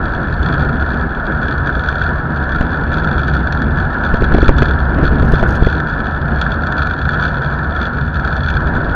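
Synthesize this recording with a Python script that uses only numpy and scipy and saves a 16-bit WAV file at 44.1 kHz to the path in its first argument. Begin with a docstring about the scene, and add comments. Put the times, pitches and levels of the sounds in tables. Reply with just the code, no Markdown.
"""A track bicycle laps a concrete velodrome, heard from a camera clamped to its frame.
From the start the chain rattles tooth by tooth, ringing steel and camera case, over roaring tyres,
a droning frame and rumbling wind. Hard chain slaps soon cut through. A lone eddy thumps the
microphone at 2.6 s; from 4.1 to 5.7 s a flurry of them overloads it, and the strongest gust rasps.
Then the wind eases and the rattle and slaps carry on, with one more gust at the end."""
import sys
import numpy as np
from scipy import signal
from scipy.fft import rfft, irfft, next_fast_len
from scipy.io import wavfile
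from scipy.ndimage import map_coordinates

SR = 44100
rng = np.random.default_rng(int(sys.argv[2]) if len(sys.argv) > 2 else 0)


def transcribe(u):
    """Save the signal u as a 16-bit wav file named by the first command-line argument.

    u: samples, shape (n,) or (channels, n), limited to [-1, 1]; the rate is SR.
    q: integer samples, one column per channel.
    """
    v = np.clip(np.atleast_2d(u).T, -1, 1)
    q = np.round(v * 32767).astype(np.int16)
    wavfile.write(sys.argv[1], SR, q)


N = 394694
T = np.arange(N) / SR

# Levels in the tables are relative; each layer sets its own gain.
# teeth meeting the chain: t/s, rate/Hz
TOOTH_RATE = [(0, 74.2), (2.2, 74.2), (2.9, 76), (6.1, 75.6), (6.9, 76.6), (8.95, 75.5)]
# hollow clack of the camera case: f/Hz, level/dB
CASE_COLOUR = [(600, -38), (1215, -17.5), (1290, -2.5), (1420, 0.5), (1510, 1), (1590, -4), (1700, -3),
               (1805, -10), (1880, -25.5), (2100, -34.5), (3000, -80)]
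# ringing modes of chain and sprocket: f/Hz, width/Hz, level/dB
STEEL_MODES = [(2355, 80, -2.5), (2583, 160, -10), (2975, 76, -13), (3320, 74, -2.5), (3468, 138, 0.5),
               (3866, 240, -12), (4310, 113, -4.5), (4500, 64, -9.5), (4800, 130, -18), (5560, 310, -30),
               (5960, 220, -29.5), (6150, 150, -27), (6800, 220, -34.5), (7030, 230, -30),
               (10000, 190, -17.5)]
# the chain whips and rattles harder: t/s, length/s, lift/dB
CHAIN_WHIPS = [(.41, 0.26, 5.5), (1.41, 0.4, 3.5), (1.8, .29, 6), (2.53, 0.17, 3), (2.87, 0.36, 3.5),
               (3.25, 0.14, 7.5), (4.03, 0.24, 3.5), (4.31, 0.16, 5.5), (4.57, 0.15, 8), (5.02, 0.04, 7),
               (5.33, 0.1, 8), (5.63, 0.15, 7.5), (5.87, 0.14, 4.5), (6.39, 0.17, 6), (6.76, 0.2, 6.5),
               (7.0, 0.29, 7.5), (7.77, 0.11, 9.5), (8.22, 0.35, 6)]
# roar of tyres on concrete: f/Hz, level/dB
TYRE_COLOUR = [(100, -21.5), (300, -1.5), (480, 1.5), (760, 5), (880, -0.5), (965, 6), (1040, -1.5),
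               (1130, 2), (1215, -5), (1300, -1), (1750, 1.5), (1950, -24.5), (4500, -31.5), (7500, -78)]
# low modes of frame and camera mount: f/Hz, width/Hz, level/dB
FRAME_MODES = [(66.6, 5.4, 0), (80, 18.5, -5.5), (133.2, 18, -13.5), (150, 23.8, -8), (231, 11, -13)]
# rise and fall of the frame's drone: t/s, level/dB
DRONE_LEVEL = [(0.0, -19), (0.96, -15.5), (1.24, -27.5), (1.34, -15.5), (1.86, -21), (3.79, -15.5),
               (3.94, -24.5), (4.56, -11.5), (4.76, -17.5), (5.48, -11.5), (5.87, -19.5), (8.9, -17)]
# slow swell of the headwind around the lap: t/s, level/dB
HEADWIND_LEVEL = [(0, 2), (.9, 1), (1.25, -0.5), (2.3, -1), (3.6, 3), (4.05, 1), (4.8, 3.5), (5.9, -2),
                  (6.3, 1.5), (7.1, -3.5), (7.6, -3), (8.3, -3.5), (8.95, 4.5)]
# gusts on top of it: t/s, length/s, lift/dB
WIND_GUSTS = [(.38, 0.63, 2), (2.58, 0.34, 3.5), (4.18, .5, 5), (4.95, 0.71, 7.5), (8.55, 0.59, 2)]
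# deep rumble of turbulence: f/Hz, level/dB
RUMBLE_COLOUR = [(8, -13.5), (26, -7), (55, 1.5), (100, -16), (200, -24.5), (500, -48), (1500, -91)]
# low-mid flutter of air on the case: f/Hz, level/dB
FLUTTER_COLOUR = [(60, -13.5), (140, -1), (240, 2.5), (400, -6), (700, -16.5), (1500, -22.5), (3000, -39),
                  (7000, -82.5), (9000, -83.5), (15000, -93)]
# hard slaps of the chain and jolts of the frame: t/s, clack level/dB, steel level/dB
SLAP_HITS = [(0.429, -28, -21.5), (.692, -11, -28), (1.421, -11.5, -31), (1.692, -4, -33),
             (2.015, -6.5, -25), (2.612, -21, -32), (3.044, -12, -22.5), (3.28, -12.5, -21.5),
             (3.524, -12, -17.5), (3.619, -10.5, -23.5), (4.241, -9, -21.5), (4.32, -6, -29),
             (4.481, -6.5, -11), (4.583, -7, -14.5), (4.62, -7.5, -23), (5.801, -5.5, -23.5),
             (5.894, -13.5, -31.5), (6.068, -12, -25.5), (6.414, -6, -10.5), (6.464, -6, -33),
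             (6.669, -10, -19.5), (6.723, -10.5, -18), (6.87, -9, -21), (7.09, -3.5, -22),
             (7.172, -13, -34), (7.984, -11, -26.5), (8.502, -19, -17.5), (8.568, -11, -22)]
# bright snap on a slap: f/Hz, level/dB
SNAP_COLOUR = [(1000, -19), (4300, -1), (7000, -1.5), (8000, -24), (9200, -20), (11000, -34.5)]
# eddies striking the microphone: t/s, level/dB
EDDY_HITS = [(2.61, -.5), (4.14, 0.5), (4.222, -2), (4.346, 3), (4.384, -4), (4.429, 0), (4.492, 8),
             (4.579, -10.5), (4.622, 1), (4.986, -8.5), (5.032, -3), (5.228, -3.5), (5.249, -9.5),
             (5.337, 0), (5.428, 0.5), (5.488, -9.5), (5.625, 0.5), (5.668, -0.5)]
# dull thump of an eddy: f/Hz, level/dB
THUMP_COLOUR = [(15, 5), (50, -7.5), (200, -4.5), (370, -1), (600, -4.5), (1000, -22), (2000, -25.5),
                (4500, -44.5), (8000, -68.5), (15000, -76)]
# bright edge of tearing air: f/Hz, level/dB
TEAR_COLOUR = [(1000, 6.5), (3500, 7), (6500, -0.5), (8000, -16.5), (9000, -9.5), (11500, -10.5),
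               (13500, -23)]
# air tearing past the microphone hole: t/s, length/s, level/dB
RASP_FITS = [(5.224, .22, -48), (5.316, 0.023, -37), (5.47, .11, -42)]


def amp(db):
    """Decibels to gain."""
    return 10 ** (np.asarray(db) / 20)


def unit(x):
    """Scale to rms 1."""
    return x / np.sqrt(np.mean(x ** 2) + 1e-20)


def curve(points):
    """An envelope through (time, value) points."""
    return np.interp(T, *np.transpose(points))


def swells(rows, rise_s, fall_s):
    """Sum of (start, length, height) swells that rise, hold and fall."""
    return sum(height * np.clip(np.minimum((T - s) / rise_s, (s + length - T) / fall_s) + 0.5, 0, 1)
               for s, length, height in rows)


def wobble(rate):
    """A smooth random curve, rate knots a second."""
    return map_coordinates(rng.standard_normal(int(N * rate / SR) + 4), [T * rate])


def noise():
    """Fresh white noise."""
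    return rng.standard_normal(N)


def response(gain, size=16384):
    """The minimum-phase impulse response for a gain against frequency."""
    hz = np.fft.rfftfreq(size, 1 / SR)
    cepstrum = irfft(np.log(gain(hz) + 1e-6))
    cepstrum[1:size // 2] *= 2
    cepstrum[size // 2 + 1:] = 0
    return irfft(np.exp(rfft(cepstrum)))[:size // 2]


def colour(points):
    """The impulse response of an EQ curve through (Hz, dB) points."""
    f, db = np.transpose(points)
    return response(lambda hz: amp(np.interp(np.log(hz + 1), np.log(f), db)))


def resonances(modes, hz):
    """Gain at hz of steep-sided resonant peaks."""
    return sum(amp(db) / (1 + 2 * ((hz - centre) / width) ** 2) for centre, width, db in modes)


def through(x, body):
    """x played through an impulse response."""
    return signal.fftconvolve(x, body)[:N]


def bed(body, drive=1):
    """Noise, shaped by a drive envelope, played through a body at rms 1."""
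    return unit(through(drive * noise(), body))


def blows(times, peaks_db, body, decay_s, size=4096):
    """Short scrapes of noise that ring a body, each up to its own peak level."""
    out, t = np.zeros(N + size), np.arange(size) / SR
    for s, db in zip(times, peaks_db):
        scrape = rng.standard_normal(size) * np.exp(-t / decay_s)
        ring = signal.fftconvolve(scrape, body)[:size]
        out[round(s * SR):][:size] += amp(db) * ring / np.abs(ring).max()
    return out[:N]


def steel_ring(muffle_hz=7000, leak_db=-27):
    """The steel modes, muffled by the closed camera case."""
    def gain(hz):
        wall = 1 / np.sqrt(1 + (hz / muffle_hz) ** 24) + amp(leak_db)
        return resonances(STEEL_MODES, hz) * wall
    return response(gain)


def meshing(scatter_db=7.5, cluster_db=1.86, jitter_s=0.001, attack_s=0.00036, decay_s=0.0043):
    """Contact force: each roller lands on its tooth a little early or late and settles."""
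    teeth_passed = np.cumsum(curve(TOOTH_RATE)) / SR
    due = np.flatnonzero(np.diff(np.floor(teeth_passed)))
    late, hard = rng.standard_normal((len(due), 2)).T
    at = np.clip(due + late * jitter_s * SR, 0, N - 1).astype(int)
    landings = np.bincount(at, amp(scatter_db * np.tanh(hard)), N)
    landings *= amp(cluster_db * wobble(22))  # the chain whips, so hard landings cluster
    t = np.arange(1024) / SR
    contact = np.exp(-t / decay_s) * (1 - np.exp(-t / attack_s))
    return unit(through(landings, contact))


def chain(case, steel, clack_db=-29.5, ring_db=-45, build_db_per_s=0.2, rub=0.062):
    """Each landing clacks the case and rings the steel, harder on a whip; the links rub in between."""
    whip_db = swells(CHAIN_WHIPS, rise_s=0.036, fall_s=0.06)
    build_db = build_db_per_s * T  # the rider works up to the straight
    force = meshing()
    clack = amp(clack_db + 0.87 * whip_db) * bed(case, force)
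    ring = amp(ring_db + build_db + whip_db) * bed(steel, force + rub)
    return clack + ring


def air_flow():
    """Strength of the wind in dB: headwind plus gusts."""
    return curve(HEADWIND_LEVEL) + swells(WIND_GUSTS, rise_s=0.065, fall_s=0.21)


def tyres(case, roar_db=-26, shake_db=-24, uneven_db=1.24):
    """Concrete grain roars in the tyres and shakes the case; the roar lifts a little with air flow."""
    roar = amp(roar_db + 0.17 * air_flow()) * bed(colour(TYRE_COLOUR))
    shake = amp(shake_db) * bed(case)
    return amp(uneven_db * wobble(9)) * (roar + shake)


def frame(trim_db=-0.5, waver_db=1.5):
    """The track shakes the frame and camera mount into a wavering drone."""
    level_db = curve(DRONE_LEVEL) + trim_db + waver_db * wobble(6)
    body = response(lambda hz: resonances(FRAME_MODES, hz))
    return amp(level_db) * bed(body)


def wind(rumble_db=-24.5, flutter_db=-26, flap_db=3):
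    """Turbulence rumbles and flutters on the case, both growing with the air flow."""
    flow_db = air_flow()
    rumble = amp(rumble_db + 1.02 * flow_db) * bed(colour(RUMBLE_COLOUR))
    flapping = amp(flap_db * wobble(40))
    flutter = amp(flutter_db + 0.79 * flow_db) * flapping * bed(colour(FLUTTER_COLOUR))
    return rumble + flutter


def slaps(case, steel, ring_trim_db=-2, snap_db=-25, hard_db=-10, bite=1.2):
    """Chain slaps and frame jolts punch out of the rattle; harder hits on steel snap more brightly."""
    times, clack_db, steel_db = np.transpose(SLAP_HITS)
    clacks = blows(times, clack_db, case, decay_s=0.002)
    rings = blows(times, steel_db + ring_trim_db, steel, decay_s=0.0035)
    snaps = blows(times, snap_db + bite * (steel_db - hard_db), colour(SNAP_COLOUR), decay_s=0.0012)
    return clacks + rings + snaps


def eddies(thump_db=-0.9, push_db=-2, swing_s=0.0075, front_s=0.00038):
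    """Each eddy first sucks at the microphone, then breaks on it in a steep front and a dull thump."""
    times, level_db = np.transpose(EDDY_HITS)
    thumps = blows(times, level_db + thump_db, colour(THUMP_COLOUR), decay_s=0.004)
    t = np.arange(-SR // 20, SR // 20) / SR
    suck_and_push = np.tanh(t / front_s) * np.exp(-np.abs(t) / swing_s)
    strikes = np.bincount((times * SR).astype(int), amp(level_db + push_db), N)
    return thumps + signal.fftconvolve(strikes, suck_and_push, "same")


def cracks(crack_db=-27):
    """Each eddy cracks sharply as it breaks."""
    times, level_db = np.transpose(EDDY_HITS)
    return blows(times, crack_db + 1.1 * level_db, colour(TEAR_COLOUR), decay_s=0.0011)


def rasp(spits_per_s=170, scatter_db=5, decay_s=0.00055, edge_s=0.01):
    """The strongest gust tears off the microphone hole in short fits of sharp, separate spits."""
    fits = swells([(s, length, amp(db)) for s, length, db in RASP_FITS], edge_s, edge_s)
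    count = int(spits_per_s * N / SR)
    sizes = amp(scatter_db * np.tanh(rng.standard_normal(count)))
    onsets = np.bincount(rng.integers(0, N, count), sizes, N)
    spits = through(onsets, np.exp(-np.arange(256) / SR / decay_s))
    return fits * bed(colour(TEAR_COLOUR), spits)


def scene():
    """Bicycle and air meet at the camera in one mono mix."""
    case, steel = colour(CASE_COLOUR), steel_ring()
    bicycle = chain(case, steel) + slaps(case, steel) + tyres(case) + frame()
    air = wind() + rasp() + eddies() + cracks()
    return (bicycle + air)[None]


def record(dry, hardness=7, hiss_db=-80, dull_hz=14000, top_hz=15800):
    """The input soft-clips the biggest peaks, hisses faintly and rolls off towards its band limit."""
    squashed = dry / (1 + np.abs(dry) ** hardness) ** (1 / hardness)
    size = next_fast_len(N + 8192)
    hz = np.fft.rfftfreq(size, 1 / SR)
    dulled = rfft(squashed, size) / (1 + (hz / dull_hz) ** 10)
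    hiss = amp(hiss_db) * rfft(noise(), size)
    return irfft((dulled + hiss) * (hz < top_hz), size)[:, :N]


dry = scene()
out = record(dry)
transcribe(out)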